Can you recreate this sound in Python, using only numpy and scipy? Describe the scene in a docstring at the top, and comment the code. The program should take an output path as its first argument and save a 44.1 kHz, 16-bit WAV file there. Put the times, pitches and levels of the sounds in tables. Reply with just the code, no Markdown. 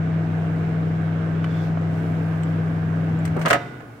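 """A small kitchen, close to the door of a running microwave oven. The transformer hums at harmonics of
the mains, the fan drones over the rush of its air, and a few popcorn kernels burst against the dish.
A thumb presses the door button, the power cuts, and the latch springs open with a clatter whose impacts
excite the modes of the steel cabinet and reverberate in the room. The fan coasts down, its drone
falling in pitch and level."""
import sys
import numpy as np
from scipy import signal
from scipy.fft import rfft, irfft
from scipy.io import wavfile

SR = 44100
rng = np.random.default_rng(int(sys.argv[2]) if len(sys.argv) > 2 else 0)


def materialize(psi):
    """Save the field psi as 16-bit PCM at rate SR to the path in sys.argv[1].

    A 1-D psi becomes a single channel; in a 2-D psi each row is a channel.
    """
    bounded = np.clip(np.atleast_2d(psi).T, -1, 1)
    quanta = np.round(bounded * 32767).astype(np.int16)
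    wavfile.write(sys.argv[1], SR, quanta)


N = 176400
TIME = np.arange(N) / SR

# Balance of the two microphone ports (pan is left minus right): frequency_hz, pan_db
STEREO_BALANCE = [(280, 0), (420, 6), (600, -1.5), (1600, -4.5), (2800, -1), (3600, 9.5), (5200, 6),
                  (8500, 20.5), (13000, 8.5)]
# Likeness of the noise at left and right: frequency_hz, correlation
STEREO_CORRELATION = [(350, 0.93), (700, 0.25), (1400, 0.05)]
# Reverberation time of the kitchen: frequency_hz, t60_s
ROOM_DECAY = [(150, 0.36), (2000, .42), (5000, 0.51), (12000, 0.17)]
# Spectrum of the faint hiss: frequency_hz, relative_density_db
HISS_SPECTRUM = [(7000, -6), (15500, -10.5)]
# Envelope of the hiss: time_s, level_db
HISS_ENVELOPE = [(0, -84), (.3, -66), (1.85, -71), (1.97, -60), (2.8, -65.5), (4, -63)]
# Partials of the transformer hum: mains_multiple, level_db, pan_db
HUM_PARTIALS = [(2.004, -31, 2), (4.03, -46, -2.5), (4.993, -47, -1), (5.92, -46, 1), (12.9, -50.5, -2),
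                (14.01, -53, -7.5), (14.97, -55.5, 8.5), (29.92, -59.5, -1.5)]
# Harmonics of the fan drone: shaft_multiple, level_db, pan_db, waver_db
FAN_HARMONICS = [(2, -54, 3, 1), (3, -44, 13, 2.5), (4, -23, 1.7, .5), (7, -46, -7, 4), (8, -47, 2.5, -1.5)]
# Spectrum of the fan's air: frequency_hz, relative_density_db
AIR_SPECTRUM = [(35, -18.5), (60, -11.5), (120, 3), (200, -2.5), (285, -0.5), (345, -5), (460, -3.5),
                (540, -8.5), (690, -7.5), (1030, -15), (1170, -12), (1370, -12.5), (1540, -12.5),
                (1780, -16), (2250, -20), (4500, -38), (8500, -46.5), (10500, -56.5), (15500, -56)]
# Spectrum of a soft rub: frequency_hz, relative_density_db
RUB_SPECTRUM = [(2000, -7), (3500, 1), (6000, -4.5), (10000, -17.5)]
# Kernels bursting against the dish: start_s, level_db, tilt_db_per_octave
KERNEL_BURSTS = [(1.4426, -25, 0.5), (1.773, -30.5, -7.5), (2.433, -36, 3.5)]
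# Modes of the dish: pitch_hz, relative_level_db
DISH_MODES = [(690, -5.5), (1130, -1.5), (1490, -5), (2340, -8.5), (3015, -6.5)]
# Small high snaps: start_s, level_db, pitch_hz
HIGH_SNAPS = [(2.433, -45, 7650), (3.188, -52, 7300), (3.252, -40, 8330)]
# Creaks and clicks of the plastic button: start_s, level_db, tilt_db_per_octave, t60_s
BUTTON_CLICKS = [(3.252, -32, 5, 0.066), (3.276, -35, 2, .06), (3.366, -46, 8, 0.033),
                 (3.392, -49.5, 8.5, 0.13), (3.414, -30.5, 3.5, 0.11)]
# Knocks of the linkage and the door: start_s, level_db, tilt_db_per_octave, t60_s
DOOR_KNOCKS = [(3.364, -32.5, -11.5, 0.29), (3.452, -22, -3, 0.098), (3.458, -14.5, 2, 0.04),
               (3.463, -16, -3.5, 0.12), (3.481, -29.5, 6, 0.16), (3.502, -13.5, 2, 0.034),
               (3.507, -8, 2, 0.04), (3.511, -12.5, -5, 0.064), (3.529, -9, 1, 0.07),
               (3.544, -15, -4.5, 0.066), (3.554, -19, -3.5, 0.078), (3.804, -37, -3, .06)]
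# Spectrum of a contact on door and cabinet: frequency_hz, relative_density_db
CONTACT_SPECTRUM = [(50, -22.5), (300, -6.5), (550, -2.5), (700, 2), (860, -1), (1750, 2.5), (2900, -8),
                    (3700, -16), (7000, -23), (8500, -23), (10000, -33.5), (13000, -33), (15500, -38.5)]
# Modes of the steel cabinet: pitch_hz, relative_level_db, t60_s, pan_db
CABINET_MODES = [(121.6, -25.5, 0.66, 2), (568.4, -14.5, 0.21, 1), (665, -15, 0.16, -7.5),
                 (709, -18, 0.39, -7), (1270, -14, 0.18, 2.5), (1460, -35, 1.38, -20.5),
                 (1704, -14.5, .11, -11), (1894, -20.5, 0.12, 6), (2019, -31.5, 0.67, -15),
                 (2860, -27.5, 0.16, -9.5), (3100, -29, 0.13, 9), (3628, -44, 0.7, 10)]

MAINS_HZ, TILT_PIVOT_HZ = 49.995, 1470


def from_db(db):
    """Amplitude grows tenfold for every 20 dB."""
    return 10 ** (np.asarray(db) / 20)


def at_hz(points, hz):
    """Interpolation of a table on a logarithmic frequency axis."""
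    frequencies, values = np.transpose(points)
    return np.interp(np.log(hz), np.log(frequencies), values)


def panned(db):
    """A level difference gives direction: left and right gains whose mean is 1."""
    left = 2 / (1 + from_db(-np.atleast_1d(db)))
    return np.array([left, 2 - left])


def drift(corner_hz):
    """Low-pass filtered noise gives a random fluctuation with a standard deviation of 1."""
    step, settling = 40, 2000  # samples per draw; draws discarded while the filter settles
    pole = np.exp(-2 * np.pi * corner_hz * step / SR)
    white = rng.standard_normal(N // step + settling + 2)
    slow = signal.lfilter([1], [1, -2 * pole, pole * pole], white)[settling:]
    return np.interp(np.arange(N) / step, np.arange(len(slow)), slow / slow.std())


def swell(peak_s, rise_s, fall_s):
    """A Gaussian envelope with separate widths for rise and fall."""
    return np.exp(-((TIME - peak_s) / np.where(TIME < peak_s, rise_s, fall_s)) ** 2)


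def damped(age_s, t60_s, attack_s=.00048):
    """Damping makes a vibration decay exponentially after its quick onset."""
    return (1 - np.exp(-age_s / attack_s)) * np.exp(-np.minimum(np.log(1000) * age_s / t60_s, 20))


def tone(cycles, rms_db, pan_db):
    """Simple harmonic motion that follows a running count of cycles."""
    return np.sqrt(2) * from_db(rms_db) * panned(pan_db) * np.sin(2 * np.pi * (cycles + rng.random()))


def noise(spectrum, ripple_depth_db=.96, ripple_spacing_hz=60):
    """Stereo noise of rms 1; interference of early reflections in the room ripples its spectrum."""
    hz = np.maximum(np.fft.rfftfreq(N, 1 / SR), 1)
    correlation = np.clip(at_hz(STEREO_CORRELATION, hz), -1, 1)
    mid, side = rfft(rng.standard_normal((2, N)))
    stereo = np.sqrt(1 + correlation) * mid + np.sqrt(1 - correlation) * side * [[1], [-1]]
    balance = panned(at_hz(STEREO_BALANCE, hz))
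    bumps = np.interp(hz / ripple_spacing_hz, np.arange(600), rng.standard_normal(600))
    ripple_db = ripple_depth_db * np.minimum(hz / TILT_PIVOT_HZ, 1) * bumps
    colour = from_db(at_hz(spectrum, hz) + ripple_db) * (hz > 33)  # no deep rumble
    out = irfft(stereo * colour * balance / np.hypot(*balance), N)
    return out / out.std()


def noise_bands(spectrum):
    """Fourier filtering splits noise into half octaves: pairs of centre_hz, band."""
    hz = np.maximum(np.fft.rfftfreq(N, 1 / SR), 1)
    bins = rfft(noise(spectrum))
    edges_hz = 22 * 2 ** (np.arange(21) / 2)
    return [(np.sqrt(low * high), irfft(bins * ((hz >= low) & (hz < high)), N))
            for low, high in zip(edges_hz, edges_hz[1:])]


def resonant_noise(hz, half_width_hz):
    """A randomly driven resonance wanders in amplitude and phase."""
    phase = 2 * np.pi * hz * TIME
    vibration = drift(half_width_hz) * np.sin(phase) + drift(half_width_hz) * np.cos(phase)
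    return vibration * panned(at_hz(STEREO_BALANCE, hz))


def hiss():
    """Slow amplitude modulation makes a faint hiss swell and fade."""
    return noise(HISS_SPECTRUM) * from_db(np.interp(TIME, *np.transpose(HISS_ENVELOPE)))


def transformer(off_s=3.33, fade_s=.06, waver_db=1.0):
    """Forced vibration near mains harmonics, the higher ones less steady, until the door switch opens."""
    hum = sum(tone(multiple * MAINS_HZ * TIME, db + waver_db * min(multiple / 10, 1) * drift(2.4), pan)
              for multiple, db, pan in HUM_PARTIALS)
    return hum * np.exp(-np.maximum(TIME - off_s, 0) / fade_s)


def fan(shaft_hz=40.6, off_s=3.494, half_speed_after_s=1.0, air_db=-32, flutter_db=.75):
    """Rotation gives harmonics and turbulence gives noise; both weaken as the shaft slows."""
    speed = (1 + .0015 * drift(2.53)) / (1 + np.maximum(TIME - off_s, 0) / half_speed_after_s)
    turns = shaft_hz * np.cumsum(speed) / SR
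    octaves = np.log2(speed)
    drive_lost = .5 * (1 + np.tanh((TIME - 3.477) / .0038))  # the motor stops shaking the cabinet
    drive_db = 17 * octaves - 16 * drive_lost
    drone = sum(tone(multiple * turns, db + drive_db + waver_db * drift(4.7), pan)
                for multiple, db, pan, waver_db in FAN_HARMONICS)
    air = sum(band * from_db(flutter_db * drift(7.6)) for _, band in noise_bands(AIR_SPECTRUM))
    throb = 1 + .14 * np.sin(2 * np.pi * 2 * MAINS_HZ * TIME)
    return drone + air * throb * from_db(air_db + 20 * octaves)


def rub(peak_s=1.647, rise_s=.18, fall_s=.054, rub_db=-53, squeak_db=-55, squeak_lead_s=.045):
    """Sliding friction makes a brief soft noise and drives one narrow resonance into a thin squeak."""
    squeak = resonant_noise(3440, half_width_hz=140) * swell(peak_s - squeak_lead_s, rise_s, fall_s)
    friction = noise(RUB_SPECTRUM) * swell(peak_s, rise_s, fall_s)
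    return squeak * from_db(squeak_db) + friction * from_db(rub_db)


def popcorn(t60_s=.028, crack_offset_db=-1):
    """Impulse excitation: each bursting kernel cracks and sets the modes of the dish ringing briefly."""
    out = contacts([(start_s, db + crack_offset_db, tilt, t60_s) for start_s, db, tilt in KERNEL_BURSTS])
    for start_s, db, tilt in KERNEL_BURSTS:
        age_s = np.maximum(TIME - start_s, 0)
        for hz, mode_db in DISH_MODES:
            amplitude = from_db(db + mode_db + tilt * np.log2(hz / TILT_PIVOT_HZ)) * rng.choice([-1, 1])
            ring = np.sin(2 * np.pi * hz * age_s) * damped(age_s, t60_s)
            out = out + panned(at_hz(STEREO_BALANCE, hz)) * amplitude * ring
    return out


def snaps(t60_s=.049):
    """Small hard parts snap, each exciting a narrow, damped high resonance."""
    return sum(resonant_noise(hz, 450) * from_db(db) * damped(np.maximum(TIME - start_s, 0), t60_s)
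               for start_s, db, hz in HIGH_SNAPS)


def thumb_push(pitch_hz=82.6):
    """Elastic flexure: the casing gives under the thumb with a soft boom."""
    return tone(pitch_hz * TIME, rms_db=-34, pan_db=0) * swell(peak_s=3.3, rise_s=.05, fall_s=.05)


def contacts(impacts, room_db=-19.5, room_build_s=.048):
    """Impacts excite dense, quickly damped panel vibration; reverberation then builds and decays."""
    start_s, db, tilt, t60_s = np.transpose(impacts)
    age_s = np.maximum(TIME - start_s[:, None], 0)
    burst_power = damped(age_s, t60_s[:, None]) ** 2
    build_pole = np.exp(-1 / (room_build_s * SR))
    out = 0
    for hz, band in noise_bands(CONTACT_SPECTRUM):
        octaves = np.log2(np.clip(hz / TILT_PIVOT_HZ, .2, 10))
        direct_power = from_db(db + tilt * octaves) ** 2 @ burst_power
        decay_pole = np.exp(-2 * np.log(1000) / (at_hz(ROOM_DECAY, hz) * SR))
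        feedback = np.convolve([1, -build_pole], [1, -decay_pole])
        room_power = signal.lfilter([1 - build_pole], feedback, direct_power) / (room_build_s * SR)
        out = out + band * np.sqrt(direct_power + from_db(room_db) ** 2 * np.abs(room_power))
    return out


def panel_modes(count=32, low_hz=889, high_hz=6090):
    """Sheet metal has many weak modes, here spread evenly in pitch, the highest fainter and shorter."""
    position = (np.arange(count) + rng.random(count)) / count
    hz = low_hz * (high_hz / low_hz) ** position
    pivot_ratio = np.maximum(hz / TILT_PIVOT_HZ, 1)
    mode_db = -39.5 - 4 * np.log2(pivot_ratio)
    t60_s = .5 / np.sqrt(pivot_ratio) * 2 ** rng.uniform(-.56, .44, count)
    pan_db = at_hz(STEREO_BALANCE, hz) + rng.normal(0, 6, count)
    return list(zip(hz, mode_db, t60_s, pan_db))


def cabinet(spread_db=.5):
    """Modal resonance: each knock adds energy to every mode of the steel cabinet; damping drains it."""
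    start_s, knock_db = np.transpose(DOOR_KNOCKS)[:2]
    out = 0
    for hz, mode_db, t60_s, pan_db in CABINET_MODES + panel_modes():
        blow_db = knock_db + mode_db + spread_db * rng.standard_normal(len(start_s))
        blows = np.full(N, 1e-18)
        blows[(start_s * SR).astype(int)] = from_db(blow_db) ** 2
        decay_pole = np.exp(-2 * np.log(1000) / (t60_s * SR))
        energy = signal.lfilter([1], [1, -decay_pole], blows)
        ring = np.sqrt(energy) * np.sin(2 * np.pi * (hz * TIME + rng.random()))
        out = out + panned(pan_db) * ring
    return out


def scene():
    """Superposition: the pressures from the running oven, the popcorn and the opening door add."""
    background = transformer() + fan() + hiss()
    small_sounds = rub() + thumb_push() + popcorn() + snaps()
    door = contacts(BUTTON_CLICKS + DOOR_KNOCKS) + cabinet()
    return background + small_sounds + door


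def record(dry):
    """An elliptic low-pass filter cuts the highest treble steeply."""
    cutoff_hz = 15800
    return signal.sosfilt(signal.ellip(10, .1, 80, cutoff_hz, fs=SR, output="sos"), dry)


dry = scene()
out = record(dry)
materialize(out)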